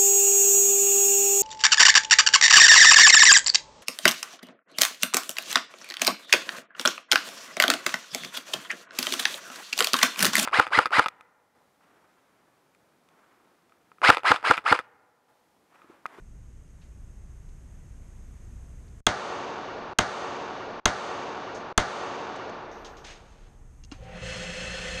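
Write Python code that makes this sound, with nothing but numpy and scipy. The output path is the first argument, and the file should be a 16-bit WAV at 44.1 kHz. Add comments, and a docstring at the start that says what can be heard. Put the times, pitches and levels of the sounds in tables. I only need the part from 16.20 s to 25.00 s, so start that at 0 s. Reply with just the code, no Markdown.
"""Ventilation rumbles in a long concrete indoor range: noise and fan tones; cloth rustles and clicks are faint.
A small pistol fires four shots: pressure pulses overload a head-worn microphone, and fading noise fills the hall.
A gain control turns the sound down just ahead of each blast, then creeps back up under the tail.
Casings and the pistol clink and scrape (ringing noise), and a switch snaps (decaying sines).
Last, the target carrier's motor spins up: wavering tones and noise that beats once a turn."""
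import sys
import numpy as np
from scipy import signal
from scipy.fft import rfft, irfft
from scipy.io import wavfile
from scipy.ndimage import uniform_filter1d, minimum_filter1d, map_coordinates

SR = 44100
rng = np.random.default_rng(int(sys.argv[2]) if len(sys.argv) > 2 else 0)


def volts(x):
    """Linear amplitude factor 10**(x/20) for a level x in dB, scalar or array-like."""
    e = np.asarray(x, float) / 20
    return 10 ** e


def file_out(sig):
    """Save sig as 16-bit WAV at sys.argv[1]."""
    # one column per channel
    cols = np.atleast_2d(sig).T
    # limit, then scale
    lim = np.clip(cols, -1, 1)
    pcm = np.round(lim * 32767).astype(np.int16)
    wavfile.write(sys.argv[1], SR, pcm)


N = 388080
T = np.arange(N) / SR  # time in seconds

# Colour of the ventilation rumble. Each row: frequency in Hz, level in dB per Hz.
AIR_COLOUR = [(14, -19), (24, -6), (65, -10.5), (136, -17.5), (230, -26.5), (470, -36.5), (800, -41.5),
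              (2000, -46), (4400, -58), (6700, -51.5), (9000, -48), (14000, -63)]
# Level at which the ventilation, its tones and the hiss are picked up over time. Each row: time in seconds,
# level in dB.
AIR_LEVEL = [(0, -49), (2.4, -45), (2.86, -46), (3.2, -52), (6.5, -54.5), (7.1, -52), (7.7, -48.5)]
# Fan shaft tones over the rumble. Each row: frequency in Hz, level in dB.
FAN_TONES = [(29.4, 1), (58.8, 1.5)]
HISS_DB = -20.5  # hiss relative to the rumble
# The head turns into the booth and back. Each row: time in seconds, hall in dB, upper fan tone in dB.
HEAD_TURN = [(6.3, 5, -2), (6.65, -2, -6), (7.0, -1, -7), (7.4, 1.5, -9), (7.9, -2.5, -2.5)]

# Cloth rustle, pistol slid on the bench, sleeve reaching for the switch.
# Each row: start in seconds, level in dB, attack in seconds, seconds from start to fade, t60 in seconds.
SCRAPES = [(0.607, -67, 0.013, 0.027, 0.22), (6.839, -47.5, 0.008, 0.074, 0.36),
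           (6.974, -67.5, 0.1, 0.29, 0.6)]
# Casings, pistol and switch. Each row: start in seconds, level in dB (6 dB above the rms),
# ringing frequency in Hz, t60 in seconds.
CLICKS = [(1.29, -60, 3500, .06), (2.68, -59, 4600, .05), (5.347, -32, 5370, 0.22), (6.159, -31, 6900, .04),
          (6.295, -39, 5640, 0.044), (6.647, -39.5, 3470, 0.22), (6.769, -47.5, 3000, 0.24),
          (6.847, -40, 3588, 0.045), (7.637, -45, 4900, 0.023), (7.648, -43, 4560, 0.022),
          (7.714, -54, 4200, 0.05), (7.7202, -35, 4700, 0.022), (7.722, -43, 910, 0.24),
          (7.834, -53, 3500, 0.11)]
CLICK_WIDTH_HZ = 3250
# A casing bouncing on the floor. Each row: start in seconds, level in dB (6 dB above the rms).
BOUNCES = [(6.514, -48), (6.566, -56), (6.647, -51), (6.769, -53)]
# What the casing rings with. Each row: frequency in Hz, width in Hz, level in dB, t60 in seconds.
CASING_MODES = [(5600, 1300, -0.5, 0.26), (12750, 200, -1, .9)]
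SWITCH_S = 7.7198  # when the switch snaps, in seconds
# Ringing of the switch's wall plate. Each row: frequency in Hz, level in dB, t60 in seconds.
SWITCH_MODES = [(286, -30, 0.048), (790, -43, 0.036), (1100, -48, .05), (1350, -42, 0.037)]
# The switch lever is touched, slips and snaps over. Each row: start in seconds, level in dB.
LEVER_BLOWS = [(7.638, -52), (7.648, -64), (7.7155, -40.5), (7.7208, -49)]
# Ringing of the lever. Each row: frequency in Hz, level in dB, t60 in seconds.
LEVER_MODES = [(2800, 0.5, 0.039), (3257, -6, .03), (4060, -5, .04), (5230, -10, 0.046), (5860, -15, .045)]

# The four shots. Each row: start in seconds, blast in dB, low thump in dB.
SHOTS = [(2.8662, 32, 26.5), (3.7865, 32.5, 25.5), (4.6555, 32, 32), (5.577, 32.5, 36.5)]
# Pressure surge in the booth. Each row: frequency in Hz, level in dB, t60 in seconds.
THUMP_MODES = [(40.6, -17.5, .1), (78, -19.5, 0.051), (115, -20, 0.049)]
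# Ringing of booth and housing. Each row: frequency in Hz, level in dB, t60 in seconds.
BOOTH_RING = [(333, -21, 0.048), (530, -26, 0.056), (679, -13, .06), (1067, -5, 0.044), (1518, -6.5, 0.026),
              (2080, -13.5, 0.049), (3060, -21, 0.022), (6600, -8, 0.012)]
RING_BUILD_MS = 3.3
CRACKLE_PEAK_MS, RATTLE_PEAK_MS = 1.1, 2.84
OVERLOAD_DB = 39  # ceiling of the capsule
# Booth reflections: first arrival, and gap as a share of the pulse length.
FIRST_MS, GAP_SHARE = .2, 1.05
# Pulse length before scatter: grows from short to long, on the time scale WIDEN_MS.
SHORT_MS, LONG_MS, WIDEN_MS = .21, .69, 1.9
# Pulse loudness: builds up, then falls after FADE_MS; SCATTER_DB is its random spread.
PULSE_DB, BUILD_MS, FADE_MS, FADE_DB_PER_MS, SCATTER_DB = 3.5, 1, 4.4, 11.5, 1
# One slow swing of pressure.
REBOUND_MS, REBOUND_DB, REBOUND_LONG_MS = 5.8, -10, 4.5
# Long inverted echoes off the side panels. 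Each row: arrival in ms, level in dB, length in ms.
PANELS = [(5.4, 3.5, 0.84), (7.9, -7, 1.2), (10.4, -11, 0.84)]
# Sharp echoes off hard faces. Each row: arrival in ms, level in dB, length in ms.
SLAPS = [(7.32, -10, 0.25), (24.3, -8, 0.27)]
# Echo of the hall. Each row: frequency in Hz, near-wall level in dB, near-wall t60 in seconds,
# far level in dB, far t60 in seconds.
HALL = [(30, -10.5, .12, -53, 0.81), (81, -5, .15, -32, 1.7), (204, -10, 0.33, -27, 1.88),
        (392, 0, 0.15, -17, 1.75), (750, 0.5, 0.4, -13.5, 1.676), (1064, -4, 0.49, -10.5, 1.534),
        (1350, -1, 0.49, -15, 1.7), (1630, 2.5, 0.33, -18, 1.67), (2100, 0.5, 0.2, -20.5, 1.49),
        (2700, -1.5, 0.079, -19, 1.5), (3260, -1, 0.19, -19.5, 1.31), (4430, -10, 0.39, -23.5, 1.48),
        (7130, -8.5, 0.14, -28.5, 1.004), (11000, -8, 0.072, -25.5, 0.47), (12500, -6, .03, -49.5, .4),
        (15500, -20, .02, -71.5, 0.61)]
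# Standing waves of the hall. Each row: frequency in Hz, level in dB, t60 in seconds.
STANDING_WAVES = [(363.3, -20.5, 1.9), (371.4, -22.5, 1.6), (456, -19, 1.9), (478, -26.5, 1.9),
                  (626, -23.5, 1.7), (755, -21, 1.8), (822, -23, 2), (974, -21.5, 1.8)]
PATHS_SHIFT_MS = .04  # pistol and head move a little, so the hall's paths differ from shot to shot

# Motor loudness: a steep run-up bends into a slow rise as the carriage nears.
MOTOR_S, RUN_UP_S, RUN_UP_DB_PER_S, LOAD_DB, NEARING_DB_PER_S = 7.775, 0.27, 130, -38.5, 8
SHAFT_HZ = 28.9
DRUM_S, DRUM_IDLE_DB, DRUM_DB = 7.77, -50, -1
RUMBLE_DB = -0.5
HUM_FOLLOWS = 0.69  # dB the hum changes per dB of load
TONES_LAG = 0.77  # whine and gear ring: extra dB lost per dB under full load
# Steady tones of the drum. Each row: frequency in Hz, level in dB.
DRUM_TONES = [(503, -2), (519, -7.5), (533, -2)]
# What the teeth ring in the drum. 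Each row: frequency in Hz, width in Hz, relative level in dB per Hz.
DRUM_MODES = [(526, 48, -6), (550, 13, -22), (600, 19, -18), (714, 43, -15), (761, 11, -13)]
# What the teeth ring in the gearbox. Each row: frequency in Hz, width in Hz, relative level in dB per Hz.
GEAR_MODES = [(1522, 23, 0), (1790, 120, -2.5), (2014, 19, 2.5), (2640, 80, 1), (3020, 320, -8),
              (3255, 55, -7), (4200, 40, 0), (5220, 53, -7), (7500, 110, -11), (9900, 45, -38)]
# Colour of the whirr. Each row: frequency in Hz, relative level in dB per Hz.
WHIRR_COLOUR = [(200, -31), (900, -23.5), (1300, -16), (2600, -16), (4000, -24.5), (7600, -30.5),
                (10000, -29.5), (11000, -56), (13500, -27), (14200, -63)]
# Motor hum. Each row: frequency in Hz, level in dB relative to the load.
HUM = [(29.4, -8.5), (58.8, -5), (118, -10.5), (172, -3), (181.5, -6), (204, -8), (416, -13.5),
       (625, -12.5)]
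# Motor whine. Each row: frequency in Hz, level in dB relative to the load.
WHINE = [(1803, -11), (2015, -13), (2094, -16), (2168, -14), (2562, -12), (2632, -4.5), (2939, -17),
         (3278, -16), (4210, -12.5), (5270, -25), (7504, -20)]
WHINE_WAVER_DB, WHINE_DRIFT = 4, .002  # drift is a share of the pitch
# How the treble follows the load. Each row: lower edge in Hz, dB lost per dB under full load.
TREBLE = [(1750, -0.1), (3600, 0.7)]
# A rough tone swells and fades while the rotor gathers speed.
STRAIN_HZ, STRAIN_DB, STRAIN_S, STRAIN_WIDE_S = 772, -53, 7.87, 0.11
# The carriage takes up slack. Each row: start in seconds, level in dB.
JERKS = [(7.806, -41), (8.016, -30.5)]
JERK_HZ, JERK_T60_S = 116, 0.52

PORT_HZ, PORT_WIDTH_HZ, PORT_DB = 6423, 310, 6.5  # resonance of the sound port
TOP_HZ = 8600  # the housing dulls what lies above
# Gain control timing: block length, first block, how far it looks ahead, length of a quick step.
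BLOCK_S, FIRST_BLOCK_S, AHEAD_S, STEP_S = .01067, .0011, .0595, .0012


def unit(x):
    """Scale to rms 1."""
    return x / np.sqrt(np.mean(x ** 2))


def resonate(x, hz, width_hz):
    """Let through a band around hz, with gain 1 at its centre."""
    return signal.lfilter(*signal.iirpeak(hz, hz / width_hz, fs=SR), x)


def ringing_noise(count, hz, width_hz):
    """Noise through the same resonance twice, at rms 1."""
    once = resonate(rng.standard_normal(count), hz, width_hz)
    return unit(resonate(once, hz, width_hz))


def low_pass(x, order, hz):
    """Keep what lies below hz."""
    return signal.sosfilt(signal.butter(order, hz, fs=SR, output="sos"), x)


def high_pass(x, order, hz):
    """Keep what lies above hz."""
    return signal.sosfilt(signal.butter(order, hz, "high", fs=SR, output="sos"), x)


def ring(t, modes):
    """Sines that die away, as a struck object's do after a blow at t = 0."""
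    return sum(volts(db) * np.sin(2 * np.pi * hz * t) * volts(-60 * t / t60) for hz, db, t60 in modes)


def colour(x, spectrum):
    """Shape the spectrum by points of frequency and dB."""
    hz, db = np.transpose(spectrum)
    f = np.fft.rfftfreq(len(x), 1 / SR) + 1
    gain = volts(np.interp(np.log(f), np.log(hz), db))
    return irfft(rfft(x) * gain, len(x))


def walk(rate):
    """Slow random wander with rms near 1, taking a new value rate times a second."""
    k = int(SR / rate)
    steps = np.repeat(rng.standard_normal(N // k + 1), k)
    return unit(uniform_filter1d(steps, k))[:N]


def add(out, s, x):
    """Mix x into out from time s."""
    i = int(s * SR)
    out[i:i + len(x)] += x[:N - i]


def tones(lines, waver_db, drift):
    """Sines whose level wavers and whose pitch drifts a little."""
    total = 0
    for hz, db in lines:
        level = volts(db + waver_db * walk(12))
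        turns = hz * np.cumsum(1 + drift * walk(15)) / SR
        total = total + level * np.sin(2 * np.pi * (turns + rng.random()))
    return total


def turned(column):
    """Gain from the turn of the head."""
    table = np.transpose(HEAD_TURN)
    return volts(np.interp(T, table[0], table[column]))


def air():
    """Ventilation: duct rumble that surges in the bass and fan shaft tones, with a smooth hiss alongside."""
    noise = unit(colour(rng.standard_normal(N), AIR_COLOUR))
    bass = low_pass(noise, 2, 150)
    rumble = noise - bass + bass * volts(0.91 * walk(12))
    hiss_band = signal.ellip(5, .5, 50, [10900, 12900], "band", fs=SR, output="sos")
    hiss = volts(HISS_DB) * unit(signal.sosfilt(hiss_band, rng.standard_normal(N)))
    low_tone = tones(FAN_TONES[:1], 1.2, 0.0027)
    upper_tone = tones(FAN_TONES[1:], 1.5, 0.0027) * turned(column=2)
    level = volts(np.interp(T, *np.transpose(AIR_LEVEL)))
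    return (hiss + rumble + low_tone + upper_tone) * level


def scrapes():
    """Rubbing surfaces: band-limited noise with a quickly jumping level, swelling and dying away."""
    rough = rng.standard_normal(N) * volts(1.3 * walk(330))
    grit = unit(resonate(resonate(rough, 2230, 3240), 2300, 3800))
    out = np.zeros(N)
    for s, db, attack_s, hold_s, t60 in SCRAPES:
        attack = np.clip((T - s) / attack_s, 0, 1)
        fade = volts(-60 * np.maximum(T - s - hold_s, 0) / t60)
        out += grit * attack * volts(db) * fade
    return out


def clinks():
    """Small objects struck or bouncing: bands of ringing noise that die away."""
    out, t = np.zeros(N), T[:SR // 2]
    for s, db, hz, t60 in CLICKS:
        add(out, s, volts(db - 60 * t / t60) * ringing_noise(len(t), hz, CLICK_WIDTH_HZ) / 2)
    for s, db in BOUNCES:
        for hz, width_hz, mode_db, t60 in CASING_MODES:
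            fade = volts(db + mode_db - 60 * t / t60)
            add(out, s, ringing_noise(len(t), hz, width_hz) * fade / 2)
    return out


def switch():
    """Blows on the lever ring it, and the snap rings the wall plate, as decaying sines."""
    out, t = np.zeros(N), T[:SR // 2]
    add(out, SWITCH_S, -ring(t, SWITCH_MODES))
    for s, db in LEVER_BLOWS:
        add(out, s, volts(db) * ring(t, LEVER_MODES))
    return out


def booth():
    """Reflections from hands, walls, bench and ceiling: each follows on the last, growing longer, then weaker."""
    rows = [(REBOUND_MS, volts(REBOUND_DB), REBOUND_LONG_MS)]
    rows += [(at, -volts(db), long_ms) for at, db, long_ms in PANELS]
    rows += [(at, volts(db), long_ms) for at, db, long_ms in SLAPS]
    ms = FIRST_MS
    for loud, wide, late in rng.standard_normal((16, 3)):
        typical_ms = LONG_MS - (LONG_MS - SHORT_MS) * np.exp(-(ms / WIDEN_MS) ** 2)
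        long_ms = typical_ms * np.exp(.13 * wide)
        build = 1 - np.exp(-ms / BUILD_MS)
        db = PULSE_DB - FADE_DB_PER_MS * max(ms - FADE_MS, 0) + SCATTER_DB * loud
        rows.append((ms, build * volts(db), long_ms))
        ms += GAP_SHARE * long_ms * np.exp(.13 * late)
    return rows


def blast(reflections):
    """N-shaped pressure pulses off the booth, with crackle, overload the capsule; booth and housing ring."""
    t = T[:SR // 2]
    t_ms = t * 1000
    pulses = np.zeros(len(t))
    scatter = rng.standard_normal((len(reflections), 2))
    for (ms, size, long_ms), (late, loud) in zip(reflections, scatter):
        u = (t_ms - ms - .06 * abs(late)) / long_ms  # runs from 0 to 1 over the pulse
        edges = np.clip(np.minimum(u, 1 - u) / 0.16, 0, 1)  # short ramps at both ends
        pulses += size * volts(0.34 * loud) * (1 - 2 * u) * edges
    u = t_ms / CRACKLE_PEAK_MS
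    swell = (u + .15) * np.exp(1 - u)  # swells, then dies
    crackle = 0.7 * resonate(rng.standard_normal(len(t)), 6900, 3000) * swell
    u = t_ms / RATTLE_PEAK_MS
    later_swell = (u * np.exp(1 - u)) ** 3
    rattle = resonate(resonate(rng.standard_normal(len(t)), 3300, 1300), 3300, 1300)
    crackle += 1.6 * rattle * later_swell  # lower and later
    crackle += 0.84 * resonate(rng.standard_normal(len(t)), 12500, 3500) * np.exp(-t / 0.0025)  # sharpest edges
    overloaded = np.tanh(0.85 * (pulses + crackle))
    return overloaded + ring(t, BOOTH_RING) * (1 - np.exp(-t_ms / RING_BUILD_MS))


def hall():
    """Diffuse echo of one blast: each third-octave dies at a quick near-wall rate and a slow far rate."""
    t = T[:3 * SR]
    f = np.fft.rfftfreq(len(t), 1 / SR) + 1
    noise, diffuse = rfft(rng.standard_normal(len(t))), 0
    table = np.transpose(HALL)
    for hz in 25 * 2 ** np.arange(0, 9.4, 1 / 3):
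        near_db, near_t60, far_db, far_t60 = (np.interp(np.log(hz), np.log(table[0]), c) for c in table[1:])
        share = np.cos(np.pi * np.clip(1.5 * np.log2(f / hz), -.5, .5))  # overlaps its neighbours
        near = volts(near_db - 60 * t / near_t60)
        far = volts(far_db - 60 * t / far_t60)
        diffuse = diffuse + unit(irfft(noise * share, len(t))) * np.hypot(near, far)
    standing = ring(t, STANDING_WAVES) * (1 - np.exp(-t / .05))
    return diffuse * (1 - np.exp(-t / 0.011)) + standing


def shots():
    """The same booth and hall answer every shot; the capsule rounds off the highest peaks."""
    direct, tail = np.zeros(N), np.zeros(N)
    echo, reflections = hall(), booth()
    t = T[:len(echo)]
    for s, blast_db, thump_db in SHOTS:
        thump = volts(thump_db) * ring(T[:SR // 2], THUMP_MODES)
        add(direct, s, volts(blast_db) * blast(reflections) + thump)
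        # read the echo at slightly wandering times
        shift = PATHS_SHIFT_MS * SR / 1000 * walk(30)[:len(echo)] * np.minimum(t + .3, 1)
        add(tail, s, map_coordinates(echo, [np.arange(len(echo)) + shift], mode="nearest"))
    out = direct + tail * turned(column=1)
    return volts(OVERLOAD_DB) * np.tanh(out / volts(OVERLOAD_DB))


def rung_by_teeth(teeth, modes):
    """Tooth noise through a set of resonances, at rms 1."""
    return unit(sum(volts(db) * unit(resonate(teeth, hz, w)) * np.sqrt(w) for hz, w, db in modes))


def motor():
    """Hum and whine, and gear teeth that knock hardest once a turn and ring drum and gearbox."""
    t = T - MOTOR_S - RUN_UP_S
    # steep run-up bends into a slow rise
    load_db = LOAD_DB - np.logaddexp(-RUN_UP_DB_PER_S * t / 2, -NEARING_DB_PER_S * t / 2) * 2
    under_full_db = np.minimum(load_db - LOAD_DB, 0)
    turn = np.cos(2 * np.pi * SHAFT_HZ * T)
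    teeth = rng.standard_normal(N) * volts(0.47 * turn + .4 * walk(60))

    drum_gain = np.hypot(volts(DRUM_IDLE_DB), volts(load_db + DRUM_DB)) * np.clip((T - DRUM_S) / 0.058, 0, 1)
    drum = volts(-2.5) * rung_by_teeth(teeth, DRUM_MODES) + tones(DRUM_TONES, 1.6, 0.00393)

    # the hum grows with the load
    hum_db = load_db.max() + HUM_FOLLOWS * (load_db - load_db.max())
    hum = tones(HUM, 2.8, 0.00403) * volts(hum_db)

    whine = tones(WHINE, WHINE_WAVER_DB, WHINE_DRIFT) * (1 + 0.44 * turn)
    gears = volts(2.0) * rung_by_teeth(teeth, GEAR_MODES)
    whirr = volts(2.0) * unit(colour(teeth, WHIRR_COLOUR))
    rumble = volts(RUMBLE_DB) * unit(resonate(rng.standard_normal(N), 45, 41))  # the rail shakes
    running = (whine + gears) * volts(TONES_LAG * under_full_db) + whirr + rumble
    for hz, lag in TREBLE:
        dull = low_pass(running, 2, hz)
        running = dull + (running - dull) * volts(lag * under_full_db)

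    switched_on = np.clip((T - SWITCH_S) / 0.03, 0, 1)
    out = drum_gain * drum + switched_on * (hum + volts(load_db) * running)
    strain = tones([(STRAIN_HZ, STRAIN_DB)], 3.6, 0.00764)
    out += strain * np.exp(-((T - STRAIN_S) / STRAIN_WIDE_S) ** 2)
    for s, db in JERKS:
        add(out, s, ring(T[:SR // 2], [(JERK_HZ, db, JERK_T60_S)]))
    return out


def scene():
    """Everything at the microphone."""
    return (air() + scrapes() + clinks() + switch() + shots() + motor())[None]


def gain_control(x, top_db=-37.5, slope=0.75, deepest_db=-38, release_s=0.091, window_s=0.019):
    """Block by block: drops at once for the loudest moment ahead, then creeps back up in dB."""
    k, w = int(AHEAD_S * SR), int(window_s * SR)
    starts = np.arange(FIRST_BLOCK_S, N / SR, BLOCK_S)
    heard = high_pass(x, 2, 90)  # deaf to rumble
    power = uniform_filter1d(heard ** 2, w, origin=(w - 1) // 2)  # of the sound just past
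    ahead = -minimum_filter1d(-power, k, origin=-(k // 2))
    loudest = ahead[(starts * SR).astype(int)]
    wanted_db = slope * (top_db - 10 * np.log10(abs(loudest) + 1e-12))
    gain, knots = 0, []
    for want in np.clip(wanted_db, deepest_db, 0):
        # a big drop is taken at the block edge, any other change glides over the block
        knots.append(want if want < gain - 6 else gain)
        gain = min(want, gain + (want - gain) * min(BLOCK_S / release_s, 1))
        knots.append(gain)
    times = np.column_stack([starts, starts + BLOCK_S - STEP_S]).ravel()
    return x * volts(np.interp(T, times, knots))


def roll_off(x):
    """The treble ends steeply here."""
    return signal.sosfilt(signal.butter(12, 15750, fs=SR, output="sos"), x)


def record(dry):
    """The sound port resonates, the housing dulls the top, the gain control ducks, a high-pass follows."""
    x = dry[0] + volts(PORT_DB) * resonate(dry[0], PORT_HZ, PORT_WIDTH_HZ)
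    x = low_pass(x, 4, TOP_HZ)
    x = gain_control(x)
    x = high_pass(x, 1, 18)
    return roll_off(x[None])


dry = scene()
out = record(dry)
file_out(out)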